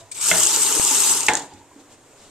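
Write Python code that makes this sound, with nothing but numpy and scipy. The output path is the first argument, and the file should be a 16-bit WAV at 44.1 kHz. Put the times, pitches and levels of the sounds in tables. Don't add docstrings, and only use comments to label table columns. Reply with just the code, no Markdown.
import sys
import numpy as np
from scipy import signal
from scipy.fft import rfft, irfft, next_fast_len
from scipy.io import wavfile
from scipy.ndimage import uniform_filter1d, map_coordinates

SR = 44100
rng = np.random.default_rng(int(sys.argv[2]) if len(sys.argv) > 2 else 0)


def file_out(sig):
    cols = np.atleast_2d(sig).T
    lim = np.clip(cols, -1, 1)
    pcm = np.round(lim * 32767).astype(np.int16)
    wavfile.write(sys.argv[1], SR, pcm)


N = 101429

# f/Hz, relative level/dB
ROOM_TONE_SPECTRUM = [(25, -7), (55, -14), (85, -6), (135, 0), (190, -15), (260, -1), (350, 1.5),
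                      (550, -2.5), (950, -4), (1300, -8), (2500, -12.5), (5000, -17), (7500, -19),
                      (10000, -27), (14000, -25)]
# f/Hz, t60/s
ROOM_T60 = [(100, 0.68), (300, 0.76), (900, 0.37), (2200, 0.33), (7000, 0.29), (14000, 0.18)]
# f/Hz, correlation/0-1
PORT_CORRELATION = [(50, 0.79), (250, 1), (1000, .88), (2500, 0.8), (5000, 0.4), (8000, 0), (14000, 0)]
# f/Hz, gain/dB
LEFT_PORT = [(100, 0.5), (300, 0), (4500, 0), (6000, 4.5), (7000, 10), (7800, 12), (8350, 17), (8850, 12.5),
             (10500, 5.5), (14000, 3)]
# f/Hz, gain/dB
RIGHT_PORT = [(100, 3), (300, 2), (4500, 0), (6000, 4.5), (6800, 11.5), (7600, 12), (8300, 2), (9000, -1.5),
              (10200, 3.5), (14000, -15.5)]
# t/s, level/dB, f/Hz, t60/s
HAND_BUMPS = [(.01, -43, 666, 0.17), (0.011, -49, 980, 0.3), (.02, -49, 107.5, 0.29),
              (1.43, -41, 182, 0.073), (1.535, -46, 90.7, 0.18), (1.544, -37.5, 286, 0.056),
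              (1.607, -49, 90, .1), (1.612, -39, 957, 0.041), (1.713, -36, 1020, 0.026),
              (1.76, -40, 283.5, 0.12), (1.765, -51, 495, 0.097), (1.79, -47, 777, 0.073)]
# t/s, level/dB, half-length/s
SLEEVE_RUSTLES = [(.005, -48, 0.014), (1.804, -54, 0.011), (1.925, -52, 0.026), (2.232, -53, 0.071)]
# f/Hz, relative level/dB
CLOTH_SPECTRUM = [(200, 8), (600, 7), (1500, -4.5), (4000, 3), (8000, -8.5), (14000, -18.5)]

# t/s, level/dB
DRAIN_LEVEL = [(1.15, -40), (1.38, -37), (1.48, -48.5), (1.58, -51), (1.66, -77)]
# f/Hz, relative level/dB
DRAIN_SPECTRUM = [(150, -22), (270, -3.5), (430, -4.5), (580, -11), (760, -4), (850, 3.5), (960, 3.5),
                  (1060, -21), (1500, -13.5), (4000, -12), (14000, -44)]
# t/s, level/dB, f/Hz, t60/s
GULPS = [(0.761, -26.5, 321.4, 0.11), (.908, -19.5, 866, .14), (0.909, -30.5, 270, 0.16)]
# t/s, level/dB
BASIN_LEVEL = [(.18, -50), (.26, -44), (.33, -34), (.45, -35), (.75, -33.5), (.89, -36.5), (.93, -33),
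               (1.12, -35.5), (1.22, -38), (1.36, -44.5), (1.46, -52)]
# f/Hz, relative level/dB
BOWL_SPECTRUM = [(40, -40.5), (90, -13), (170, -3), (215, -10.5), (270, 0), (430, 6), (570, -12),
                 (750, -7.5), (870, 7.5), (970, 5), (1070, 0.5), (1400, -0.5), (1600, -16.5), (2600, -12),
                 (5000, -25)]

# t/s, crack level/dB, clatter level/dB, attack/s
KNOCKS = [(.3135, -30, -23.5, 0.00089), (1.2836, -6.5, -17.5, 0.00056)]
# f/Hz, relative level/dB
CRACK_SPECTRUM = [(40, -31), (120, -11), (250, -13), (500, -3), (900, -22), (1250, -12), (2100, 16),
                  (2700, 3.5), (3700, -3.5), (5000, -9), (8000, -10), (14000, -42)]
# f/Hz, level on opening/dB, level on shutting/dB, t60/s
TAP_MODES = [(680, -24.5, -24.5, 0.1), (857, -42, -18, 0.12), (1458, -9.5, -18, 0.027),
             (1770, -38, -25, 0.057), (2096, -4.5, -5.5, 0.029), (2277, -29, -13, .04),
             (2660, -5.5, -2.5, 0.016), (3350, -9, -21, 0.016)]
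# f/Hz, level on opening/dB, level on shutting/dB, t60/s
PIPE_MODES = [(91.4, -37.5, -47, .36), (179, -29, -40.5, 0.3), (283.4, -36, -30.5, 0.4),
              (462.4, -32.5, -28.5, 0.35), (627, -24.5, -50, 0.39), (654, -26, -50, 0.38),
              (744, -33, -30.5, 0.46), (817, -32, -21, 0.28), (872, -47, -27.5, 0.2), (950, -52, -23, 0.2)]
# f/Hz, relative level/dB
CLATTER_SPECTRUM = [(40, -27), (130, -10), (200, -28), (280, -3), (450, -8.5), (570, -8), (850, 2),
                    (1050, -6.5), (1350, -7), (1800, 1.5), (2150, -13.5), (2500, -35), (3400, -7.5),
                    (4500, -19), (14000, -44)]

# t/s, snap level/dB, splash level/dB, splash t60/s
DROPS = [(0.116, -42, -34.5, 0.073), (0.21, -35, -22, 0.018), (0.4336, -9, -17, .04),
         (.4535, -11.5, -19, 0.0086), (.471, -12, -18, .015), (.562, -10.5, -19, 0.017),
         (0.7258, -13.5, -26, 0.0088), (0.8491, -10.5, -18.5, 0.024), (.902, -16, -16, 0.009),
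         (.9475, -14, -20, 0.035), (1.004, -10.5, -16, 0.014), (1.035, -15.5, -29, 0.01),
         (1.206, -20, -16.5, 0.017), (1.232, -21.5, -20.5, .02), (1.265, -17, -16.5, 0.024),
         (1.2983, -22.5, -32.5, 0.0069), (1.335, -18, -21, 0.034), (1.3528, -13, -14, 0.0097),
         (1.368, -39, -24.5, 0.045), (1.394, -42, -29, 0.023), (1.42, -53, -37.5, 0.034),
         (1.536, -58, -46, 0.026)]
# f/Hz, relative level/dB
SPLASH_SPECTRUM = [(300, -17), (2000, -4.5), (4500, 14.5), (6500, 7), (8000, 8.5), (10000, -2),
                   (14000, -3.5)]
# t/s, level/dB
VALVE_LEVEL = [(.113, -56), (.116, -38), (.142, -57), (.16, -42.5), (.205, -42), (.215, -35), (.26, -41),
               (.31, -50)]
# f/Hz, relative level/dB
VALVE_SPECTRUM = [(1200, -15), (2000, -14), (2350, 3.5), (2750, -14), (3700, -2), (5500, -26), (7200, -16),
                  (8100, 2.5), (9000, -20), (14000, -22)]
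# t/s, level/dB
JET_LEVEL = [(.14, -57), (.15, -43), (.2, -41), (.215, -32.5), (.27, -23.5), (.34, -25.5), (.42, -23),
             (.48, -24.5), (.7, -26), (.9, -25), (1.0, -23.5), (1.13, -24), (1.19, -29.5), (1.28, -35.5),
             (1.34, -53), (1.4, -63), (1.47, -58)]
# f/Hz, relative level/dB
HISS_SPECTRUM = [(300, -30.5), (1200, -4.5), (1900, -9), (2400, -6.5), (2800, -1), (3400, -2.5),
                 (4600, -3.5), (5500, -3), (8000, -8.5), (14000, -8)]
# f/Hz, relative level/dB
WHISTLE_SPECTRUM = [(5000, -22), (7200, -4), (8100, 5.5), (8500, -2), (9200, -16), (14000, -29)]

TOP_HZ = 14300
SHAKE_ATTACK_S = 0.0031


def amp(db):
    return 10 ** (np.asarray(db) / 20)


def unit(x):
    return x / np.sqrt(np.mean(x ** 2) + 1e-20)


def along(points, hz):
    f, v = np.transpose(points)
    return np.interp(np.log(hz + 1), np.log(f + 1), v)


def level(rows):
    s, db = np.transpose(rows)
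    return amp(np.interp(np.arange(N) / SR, s, db, left=-np.inf, right=-np.inf))


def wobble(per_s):
    return map_coordinates(rng.standard_normal(N // 20), [np.arange(N) * per_s / SR])


def filtered(x, response):
    size = next_fast_len(N + SR // 2)
    return irfft(rfft(x, size) * response(np.fft.rfftfreq(size, 1 / SR)), size)[..., :N]


def minimum_phase(db):
    cepstrum = irfft(np.log(amp(db)))
    half = cepstrum.shape[-1] // 2
    return np.exp(rfft(cepstrum * np.r_[1, np.full(half - 1, 2), 1, np.zeros(half - 1)]))


def spread(pair):
    turn = lambda hz: np.arccos(np.clip(along(PORT_CORRELATION, hz), -1, 1)) / 2
    mid, side = filtered(pair, lambda hz: np.array([np.cos(turn(hz)), np.sin(turn(hz))]))
    return unit(np.array([mid + side, mid - side]))


def rush(spectrum, patchy_db=0):
    bins = signal.stft(rng.standard_normal((2, N)), nperseg=512)[2]
    patches = uniform_filter1d(rng.standard_normal(bins.shape[1:]), size=7, axis=0)
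    patches = uniform_filter1d(patches, size=6, axis=1)
    pair = signal.istft(bins * amp(patchy_db * unit(patches)), nperseg=512)[1][:, :N]
    return spread(filtered(pair, lambda hz: amp(along(spectrum, hz))))


def decay(start, t60, attack):
    t = np.maximum(np.arange(N) / SR - start, 0)
    return np.exp(-np.log(1000) * t / t60) * (1 - np.exp(-t / attack))


def ring(start, hz, t60, attack):
    return np.sin(2 * np.pi * hz * (np.arange(N) / SR - start)) * decay(start, t60, attack)


def grains(per_s, hz, octaves, q, spread_db, rise, samples):
    draws = rng.random((int(per_s * N / SR), 6))
    onset, pitch_a, pitch_b, rank, *phases = draws.T[:, :, None]
    pitch = np.minimum(hz * 2 ** (octaves * (pitch_a + pitch_b - 1)), TOP_HZ)
    turns = pitch * np.arange(samples) / SR
    age = turns / q
    strength = amp(-spread_db * np.log(np.maximum(rank, .01)))
    envelope = strength * np.exp(-np.pi * age) * (1 - np.exp(-2 * turns))
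    at = ((onset * N).astype(int) + np.arange(samples)).ravel()
    waves = [envelope * np.sin(2 * np.pi * (turns * (1 + rise * age) + phase)) for phase in phases]
    return spread(np.array([np.bincount(at, wave.ravel(), N)[:N] for wave in waves]))


def room_tone():
    drift_db = .6 * wobble(9)
    return amp(-53.5 + drift_db) * rush(ROOM_TONE_SPECTRUM, patchy_db=1.2)


def room(x, wet_db):
    noise = spread(rng.standard_normal((2, N)))[:, :SR // 2]
    hz, t, bins = signal.stft(noise, SR, nperseg=256)
    fade = np.exp(-np.log(1000) * t / along(ROOM_T60, hz)[:, None]) * (t > .004)
    tail = signal.istft(bins * fade, SR, nperseg=256)[1]
    return x + amp(wet_db) * signal.fftconvolve(x, tail / np.linalg.norm(tail[0]), axes=1)[:, :N]


def early_echoes(x, count=10, span_s=.012, echo_db=-11, above_hz=2500):
    delays = span_s * rng.uniform(0.0994, 1, (count, 2, 1))
    gain = amp(echo_db) / np.sqrt(count)
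    echoes = lambda hz: sum(np.exp(-2j * np.pi * hz * delay) for delay in delays)
    return filtered(x, lambda hz: 1 + gain * (hz > above_hz) * echoes(hz)) / np.hypot(1, amp(echo_db))


def handling(pop_s=.7982, pop_db=-5, pop_width_s=.0001, pop_gap_s=.00036):
    t = np.arange(N) / SR
    bumps = sum(amp(db + 2.4 * wobble(180)) * ring(s, hz, t60, attack=0.0028)
                for s, db, hz, t60 in HAND_BUMPS)
    rustles = sum(amp(db) * np.exp(-((t - s) / half) ** 2) for s, db, half in SLEEVE_RUSTLES)
    sleeve = rush(CLOTH_SPECTRUM, patchy_db=-1.5) * rustles
    pop = -amp(pop_db) * sum(np.exp(-.5 * ((t - s) / pop_width_s) ** 2)
                             for s in (pop_s, pop_s + pop_gap_s))
    return room(bumps + sleeve, wet_db=-6.5) + np.array([pop, np.zeros(N)])


def drain():
    return level(DRAIN_LEVEL) * amp(2 * wobble(39.3)) * rush(DRAIN_SPECTRUM, patchy_db=3)


def basin():
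    drumming = rush(BOWL_SPECTRUM, patchy_db=1.5) * amp(1.05 * wobble(50.84))
    bubbles = grains(per_s=160, hz=929, octaves=1.9, q=18.6, spread_db=2.0, rise=0.072, samples=2048)
    gulps = sum(amp(db) * ring(s, hz, t60, attack=0.0033) for s, db, hz, t60 in GULPS)
    return level(BASIN_LEVEL) * (drumming + amp(-11) * bubbles) + gulps


def clatter(start, split_hz=1040, low_t60=0.42, high_t60=0.3):
    noise = rush(CLATTER_SPECTRUM)
    low = filtered(noise, lambda hz: 1 / (1 + (hz / split_hz) ** 8))
    high = noise - low
    return low * decay(start, low_t60, SHAKE_ATTACK_S) + high * decay(start, high_t60, SHAKE_ATTACK_S)


def lever():
    out = np.zeros((2, N))
    for knock, (s, crack_db, clatter_db, attack) in enumerate(KNOCKS):
        body = sum(amp(dbs[knock]) * ring(s, hz, t60, attack) for hz, *dbs, t60 in TAP_MODES)
        crack = amp(crack_db) * rush(CRACK_SPECTRUM) * decay(s, t60=0.043, attack=attack)
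        pipes = sum(amp(dbs[knock] + 1.2 * wobble(59.5)) * ring(s, hz, t60, SHAKE_ATTACK_S)
                    for hz, *dbs, t60 in PIPE_MODES)
        out += room(body + crack, wet_db=-13) + pipes + amp(clatter_db) * clatter(s)
    return out


def snap(start, first_hz=6180, rise_hz_per_s=1180000, peak_s=0.00045):
    t = np.maximum(np.arange(N) / SR - start, 0)
    swell = (t / peak_s) ** 2
    turns = first_hz * t + .5 * rise_hz_per_s * t ** 2
    return swell * np.exp(1 - swell) * np.sin(2 * np.pi * turns)


def drops():
    splash = rush(SPLASH_SPECTRUM)
    hits = sum(amp(snap_db) * snap(s) + amp(splash_db) * splash * decay(s, t60, attack=0.0012)
               for s, snap_db, splash_db, t60 in DROPS)
    return room(hits, wet_db=-9.5)


def jet():
    hiss = rush(HISS_SPECTRUM, patchy_db=2.0)
    whistle = amp(-10.5) * rush(WHISTLE_SPECTRUM, patchy_db=5)
    flutter = amp(0.63 * wobble(25.24) + 1.05 * wobble(180))
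    spray = grains(per_s=1300, hz=7580, octaves=0.95, q=9, spread_db=2.8, rise=0, samples=128)
    stream = early_echoes((hiss + whistle) * flutter + amp(-6.5) * spray)
    return level(JET_LEVEL) * stream + level(VALVE_LEVEL) * rush(VALVE_SPECTRUM)


def scene():
    return jet() + basin() + drain() + drops() + lever() + handling() + room_tone()


def record(dry):
    size, left_lag_s = 2 * N, .00005
    hz = np.fft.rfftfreq(size, 1 / SR)
    left = minimum_phase(along(LEFT_PORT, hz)) * np.exp(-2j * np.pi * hz * left_lag_s)
    right = minimum_phase(along(RIGHT_PORT, hz))
    band = lambda f: np.clip((TOP_HZ - f) / 100, 0, 1)
    coloured = irfft(rfft(dry, size) * np.array([left, right]) * band(hz), size)[:, :N]
    return filtered(np.clip(coloured, -1, 1), band)


dry = scene()
out = record(dry)
file_out(out)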